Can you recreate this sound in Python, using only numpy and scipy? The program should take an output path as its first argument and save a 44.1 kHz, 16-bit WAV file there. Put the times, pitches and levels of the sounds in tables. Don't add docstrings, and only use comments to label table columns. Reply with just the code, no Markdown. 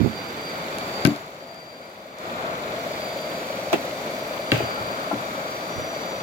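import sys
import numpy as np
from scipy import signal
from scipy.fft import rfft, irfft, next_fast_len
from scipy.io import wavfile

SR = 44100
rng = np.random.default_rng(int(sys.argv[2]) if len(sys.argv) > 2 else 0)


def digitize_waveform(pressure):
    field = np.atleast_2d(pressure).T
    bounded = np.clip(field, -1, 1)
    quanta = np.round(bounded * 32767).astype(np.int16)
    wavfile.write(sys.argv[1], SR, quanta)


N = 274302
T = np.arange(N) / SR
IMPACT_T = T[:SR // 2]
SIZE = next_fast_len(N, True)
HZ = np.fft.rfftfreq(SIZE, 1 / SR)
FIRING_HZ = 23.55
ANTIPHASE = np.array([[1], [-1]])


def undb(db):
    return 10 ** (np.asarray(db) / 20)


def pan(db):
    return undb(np.array([[.5], [-.5]]) * db)


def curves(table):
    times, *columns = np.transpose(table)
    return [np.interp(T, times, c) for c in columns]


def spectra(table):
    hz, *columns = np.transpose(table)
    return [np.interp(np.log(HZ + 1), np.log(hz), c) for c in columns]


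def unit(x):
    return x / np.sqrt(np.mean(x ** 2))


def noise(gain):
    return irfft(rfft(rng.standard_normal(SIZE)) * unit(gain), SIZE)[:N]


def stereo_noise(gain):
    return np.array([noise(gain), noise(gain)])


def walk(rate):
    knots = np.arange(0, T[-1] + 1, .5 / rate)
    return np.interp(T, knots, rng.standard_normal(N)[:len(knots)]) * np.sqrt(3 / 2)


def resonance(hz, width):
    return 1 / (1 + ((HZ - hz) / (width / 2)) ** 2)


def fade(t60):
    return np.exp(-np.log(1000) * IMPACT_T / t60)


def excitation(hz, centre_hz, octaves):
    return np.exp(-.5 * (np.log2(hz / centre_hz) / octaves) ** 2)


def add(out, at, sound):
    i = max(int(at * SR), 0)
    out[:, i:i + sound.shape[1]] += sound[:, :N - i]


def strokes(offset, rise, scatter_db):
    cycles = FIRING_HZ * T - offset + 1
    strength = undb(scatter_db * rng.uniform(-1, 1, int(FIRING_HZ * T[-1]) + 4))
    age = cycles % 1 / rise
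    return unit(strength[cycles.astype(int)] * age * np.exp(-age))


# (frequency [Hz], relative density [dB])
RUSH_SPECTRUM = [(25, -33), (45, -13.5), (80, -11), (170, -2), (420, -2), (720, -2.5), (1000, -8.5),
                 (1700, -14.5), (2300, -9), (2800, -19), (4400, -19.5), (5400, -27.5), (7400, -28.5),
                 (9200, -39), (11000, -33), (16000, -35)]
# (frequency [Hz], side minus mid [dB], balance [dB])
BAY_AT_PORTS = [(60, -16, 2), (250, -42, -0.5), (566, -7, 3.5), (800, -13, 10.5), (1030, 0.5, 4),
                (1440, 6.5, -1.5), (2300, -3, 0.5), (3360, 2.5, 2), (4600, 0.5, 2), (12000, 0.5, 0.5)]


def belts_and_fan(treble_db, body_flicker_db=0.56, hiss_flicker_db=0.4):
    colour = undb(spectra(RUSH_SPECTRUM)[0])
    side_db, balance_db = spectra(BAY_AT_PORTS)
    mid, side = rfft(rng.standard_normal((2, SIZE))) * unit(colour)
    ports = (mid + side * undb(side_db) * ANTIPHASE) * pan(balance_db)
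    upper = HZ ** 4 / (HZ ** 4 + 4200 ** 4)
    body, hiss = (irfft(ports * share, SIZE)[:, :N] for share in (1 - upper, upper))
    return body * undb(body_flicker_db * walk(14)) + hiss * undb(treble_db + hiss_flicker_db * walk(33))


# (frequency [Hz], width [Hz], relative level [dB])
CAVITY_MODES = [(542, 76, -1), (617.6, 41, 0), (673.7, 32, -1)]


def firing_chuff(steady=1.25):
    cavity = sum(undb(db) * resonance(hz, width) for hz, width, db in CAVITY_MODES)
    return unit(noise(cavity) * (steady + strokes(offset=0.404, rise=0.11, scatter_db=2))) * pan(2.8)


def gap_ring():
    return noise(resonance(hz=1220, width=650)) * ANTIPHASE * pan(5.7)


def injectors():
    return stereo_noise(resonance(hz=13900, width=11000)) * strokes(0.665, rise=0.05, scatter_db=2.5)


def valves():
    return stereo_noise(resonance(hz=3150, width=2200)) * strokes(0.076, rise=0.04, scatter_db=2)


# (time [s], hollow ring gain [dB], treble gain [dB])
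GAP_COLOUR = [(0, -6, 0), (1, 0.5, 1.5), (2, -1, 2), (2.5, 4.5, -2.5), (2.95, -5, 2.6), (4.3, -5.5, 3.5),
              (4.7, 4.5, 2.6), (6.2, -0.5, 1.7)]


def engine(lift_s=0.4, fall_db_per_s=0.3873):
    lowered = np.exp(-T / lift_s)
    hollow_db, treble_db = curves(GAP_COLOUR)
    bay_db = -4 * lowered + 0.074 * hollow_db - fall_db_per_s * T
    rush = belts_and_fan(treble_db) * undb(-32)
    chuff = firing_chuff() * undb(-35 - 34 * lowered)
    hollow = gap_ring() * undb(-39 + hollow_db)
    ticking = injectors() * undb(-56.5 + treble_db) + valves() * undb(-48.5)
    return ((rush + ticking) * undb(bay_db) + chuff + hollow) * pan(-0.43 - 6.5 * lowered)


# (harmonic number, relative level [dB])
WHINE_PARTIALS = [(1, -57), (2, -49), (3, -50.5), (6, -54.5), (7, -65.5), (9, -93), (10, -65), (11, -69),
                  (12, -60), (13, -65)]
# (time [s], relative level [dB], balance [dB])
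WHISTLE_SWELL = [(0.0, -58, -15), (0.2, -42, -4), (0.35, -53, -5), (0.46, -42.5, -1), (0.75, -58.5, -23),
                 (0.98, -40.5, -11.5), (1.3, -62, 1), (1.6, -50.5, 10), (2.05, -62, 2), (2.6, -59.5, -8),
                 (3.1, -44, 0), (3.65, -52, 1.0), (4.15, -53.5, 8.0), (4.65, -44, -4.0), (5.02, -50.5, 7),
                 (5.25, -56, 8), (5.5, -49.0, 7), (6.2, -48, -3.0)]
# (time [s], relative level [dB])
OVERTONE_SWELL = [(0.0, -58), (1.0, -61.5), (1.9, -74), (2.85, -54.5), (3.15, -63), (3.6, -52.5),
                  (4.9, -60), (5.8, -49.5), (6.2, -51)]


def alternator(whine_hz=1172.9, drift=0.000683, surge=0.002, flutter=0.3, fading_db=2.5):
    speed = 1 + drift * walk(14) + surge * np.sin(2 * np.pi * FIRING_HZ * T)
    phase = 2 * np.pi * whine_hz * np.cumsum(speed) / SR
    swell_db, pan_db = curves(WHISTLE_SWELL)
    whistles = undb(swell_db + 1) * pan(pan_db)
    overtone = undb(curves(OVERTONE_SWELL)[0] - 0.4)
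    out, dipped = np.zeros((2, N)), dip()
    for port, whistle in zip(out, whistles):
        partials = [(4, whistle), (5, overtone)]
        for harmonic, db in WHINE_PARTIALS:
            partials.append((round(harmonic), dipped * undb(db - 4.5 + fading_db * walk(1.39))))
        for harmonic, gain in partials:
            stirred_air = 1 + flutter * walk(25)
            path_phase = walk(1.0)
            port += gain * stirred_air * np.sin(harmonic * phase + path_phase)
    return np.sqrt(2) * out


# (frequency [Hz], relative level [dB], t60 [s])
PANEL_MODES = [(56, -27, .18), (85.2, -11, 0.27), (116.4, -1.5, 0.18), (140.7, -7, 0.19),
               (174.4, -4.5, 0.11), (224, -2.5, 0.15), (273, 1.5, 0.042), (290.6, -2.5, 0.2),
               (347, 3.5, 0.055), (411.4, -2.5, 0.097), (468, 2.5, 0.027), (529, -5, 0.14),
               (670, 6.5, 0.051), (835, 4.5, 0.059), (1030, 0, 0.066), (1366, -2.5, 0.13)]


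def thump(centre_hz, push_s=0.00088, travel_s=0.0018, spread=0.74):
    hz, db, t60 = np.transpose(PANEL_MODES)[:, :, None]
    weight = undb(db) * excitation(hz, centre_hz, octaves=0.66)
    lag = travel_s * rng.uniform(-1.156, 1, (len(hz), 1))
    skew = spread * hz / 700 * rng.standard_normal((2, len(hz), 1))
    modes = weight * fade(t60) * np.sin(2 * np.pi * hz * (IMPACT_T - lag) + skew)
    return -modes.sum(axis=1) * (1 - np.exp(-IMPACT_T / push_s))


# (time [s], level [dB], strike centre [Hz], heave delay [s], heave centre [Hz], balance [dB])
KNOCKS_AND_BUMPS = [(.001, -19.5, 197, .013, 124, -24), (.044, -25, 270, .014, 201, -19),
                    (0.06, -28, 447, 0.013, 150, -10), (1.051, -11.5, 194, 0.021, 222, 7),
                    (3.728, -16.5, 616, .01, 380, 4), (4.517, -16.5, 300, .012, 119, 5),
                    (4.604, -24, 554, 0.0173, 79.4, 5.5), (4.774, -30, 1050, .034, 132, 1.5),
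                    (5.1129, -23.5, 900, .015, 233, 8), (5.76, -36, 80, .02, 89.4, -22)]


def knocks_and_bumps():
    out = np.zeros((2, N))
    for at, db, strike_hz, delay, heave_hz, pan_db in KNOCKS_AND_BUMPS:
        add(out, at, thump(strike_hz) * undb(db) * pan(pan_db))
        add(out, at + delay, thump(heave_hz) * undb(db + 1.5) * pan(pan_db - 4.5))
        add(out, at + 2.8 * delay, thump(heave_hz) * undb(db - 12.5) * pan(pan_db))
    return out


# (frequency [Hz], relative density [dB])
CLICK_SPECTRUM = [(300, -33), (1500, -13.5), (4000, 5.5), (6700, 5), (9000, -16), (10500, 3), (16000, -26)]


def click(t60=0.0065):
    return stereo_noise(undb(spectra(CLICK_SPECTRUM)[0]))[:, :len(IMPACT_T)] * fade(t60)


# (frequency [Hz], relative level [dB], t60 [s])
STEEL_MODES = [(1340, 4, 0.014), (1548, 0, 0.055), (1890, -6, 0.038), (2275, 2.5, 0.033),
               (2350, -49, 0.032), (2750, 0, 0.031), (3260, 0.5, 0.017), (3750, -4.5, 0.017),
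               (4340, -11, 0.022), (4380, 0, 0.014)]


def steel_ring(centre_hz):
    hz, db, t60 = np.transpose(STEEL_MODES)[:, :, None]
    weight = undb(db) * excitation(hz, centre_hz, octaves=0.99)
    phase = rng.uniform(0, 2 * np.pi, (2, len(hz), 1))
    return (weight * fade(t60) * np.sin(2 * np.pi * hz * IMPACT_T + phase)).sum(axis=1)


# (time [s], level [dB], balance [dB])
STEEL_TICKS = [(.7849, -30, -21), (1.0638, -19, 2), (1.0717, -21, 14), (1.162, -27, 3), (1.545, -29, -8),
               (2.186, -28, 4), (4.578, -28, 9)]


def steel_ticks():
    out = np.zeros((2, N))
    for at, db, pan_db in STEEL_TICKS:
        tick = click() + undb(-16) * steel_ring(centre_hz=3000)
        add(out, at, tick * undb(db) * pan(pan_db))
    return out


# (frequency [Hz], relative density [dB])
RATTLE_SPECTRUM = [(100, -8), (500, 4.5), (1100, -3.5), (1800, -7), (2500, -0.5), (3400, -9), (4400, -15),
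                   (5600, -20.5), (7200, -19), (9500, -32), (16000, -22)]


def rattle(t60):
    return stereo_noise(undb(spectra(RATTLE_SPECTRUM)[0]))[:, :len(IMPACT_T)] * fade(t60)


# (time [s], click level [dB], ring level [dB], ring centre [Hz],
# rattle level [dB], rattle t60 [s], balance of ring and rattle [dB])
ROD_CLANKS = [(1.0508, -14.5, -17.5, 1700, -26, 0.13, 11), (3.7289, -20.5, -28, 2200, -15, .11, 0),
              (4.517, -21, -13.5, 3130, -22, 0.65, 1), (4.556, -36, -31, 2600, -41, 0.11, 7)]


def prop_rod(seat_s=0.0015):
    out = np.zeros((2, N))
    for at, click_db, ring_db, ring_hz, rattle_db, rattle_t60, pan_db in ROD_CLANKS:
        add(out, at, undb(click_db) * click() * pan(9.5))
        seated = undb(ring_db) * steel_ring(ring_hz) + undb(rattle_db) * rattle(rattle_t60)
        add(out, at + seat_s, seated * pan(pan_db))
    return out


def dip(start_s=1.103, hold_s=1.062, depth_db=-11.5, fall_s=0.12, return_s=0.068):
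    down = 1 - np.exp(-np.maximum(T - start_s, 0) / fall_s)
    held = np.exp(-np.maximum(T - start_s - hold_s, 0) / return_s)
    return undb(depth_db * down * held)


def scene():
    return (engine() + knocks_and_bumps() + steel_ticks() + prop_rod()) * dip() + alternator()


def record(dry, low_hz=55, top_hz=15900):
    highpass = signal.butter(2, low_hz, "highpass", fs=SR, output="sos")
    lowpass = signal.ellip(10, .2, 80, top_hz, fs=SR, output="sos")
    clipped = np.clip(signal.sosfilt(highpass, dry), -1, 1)
    return signal.sosfilt(lowpass, clipped)


dry = scene()
out = record(dry)
digitize_waveform(out)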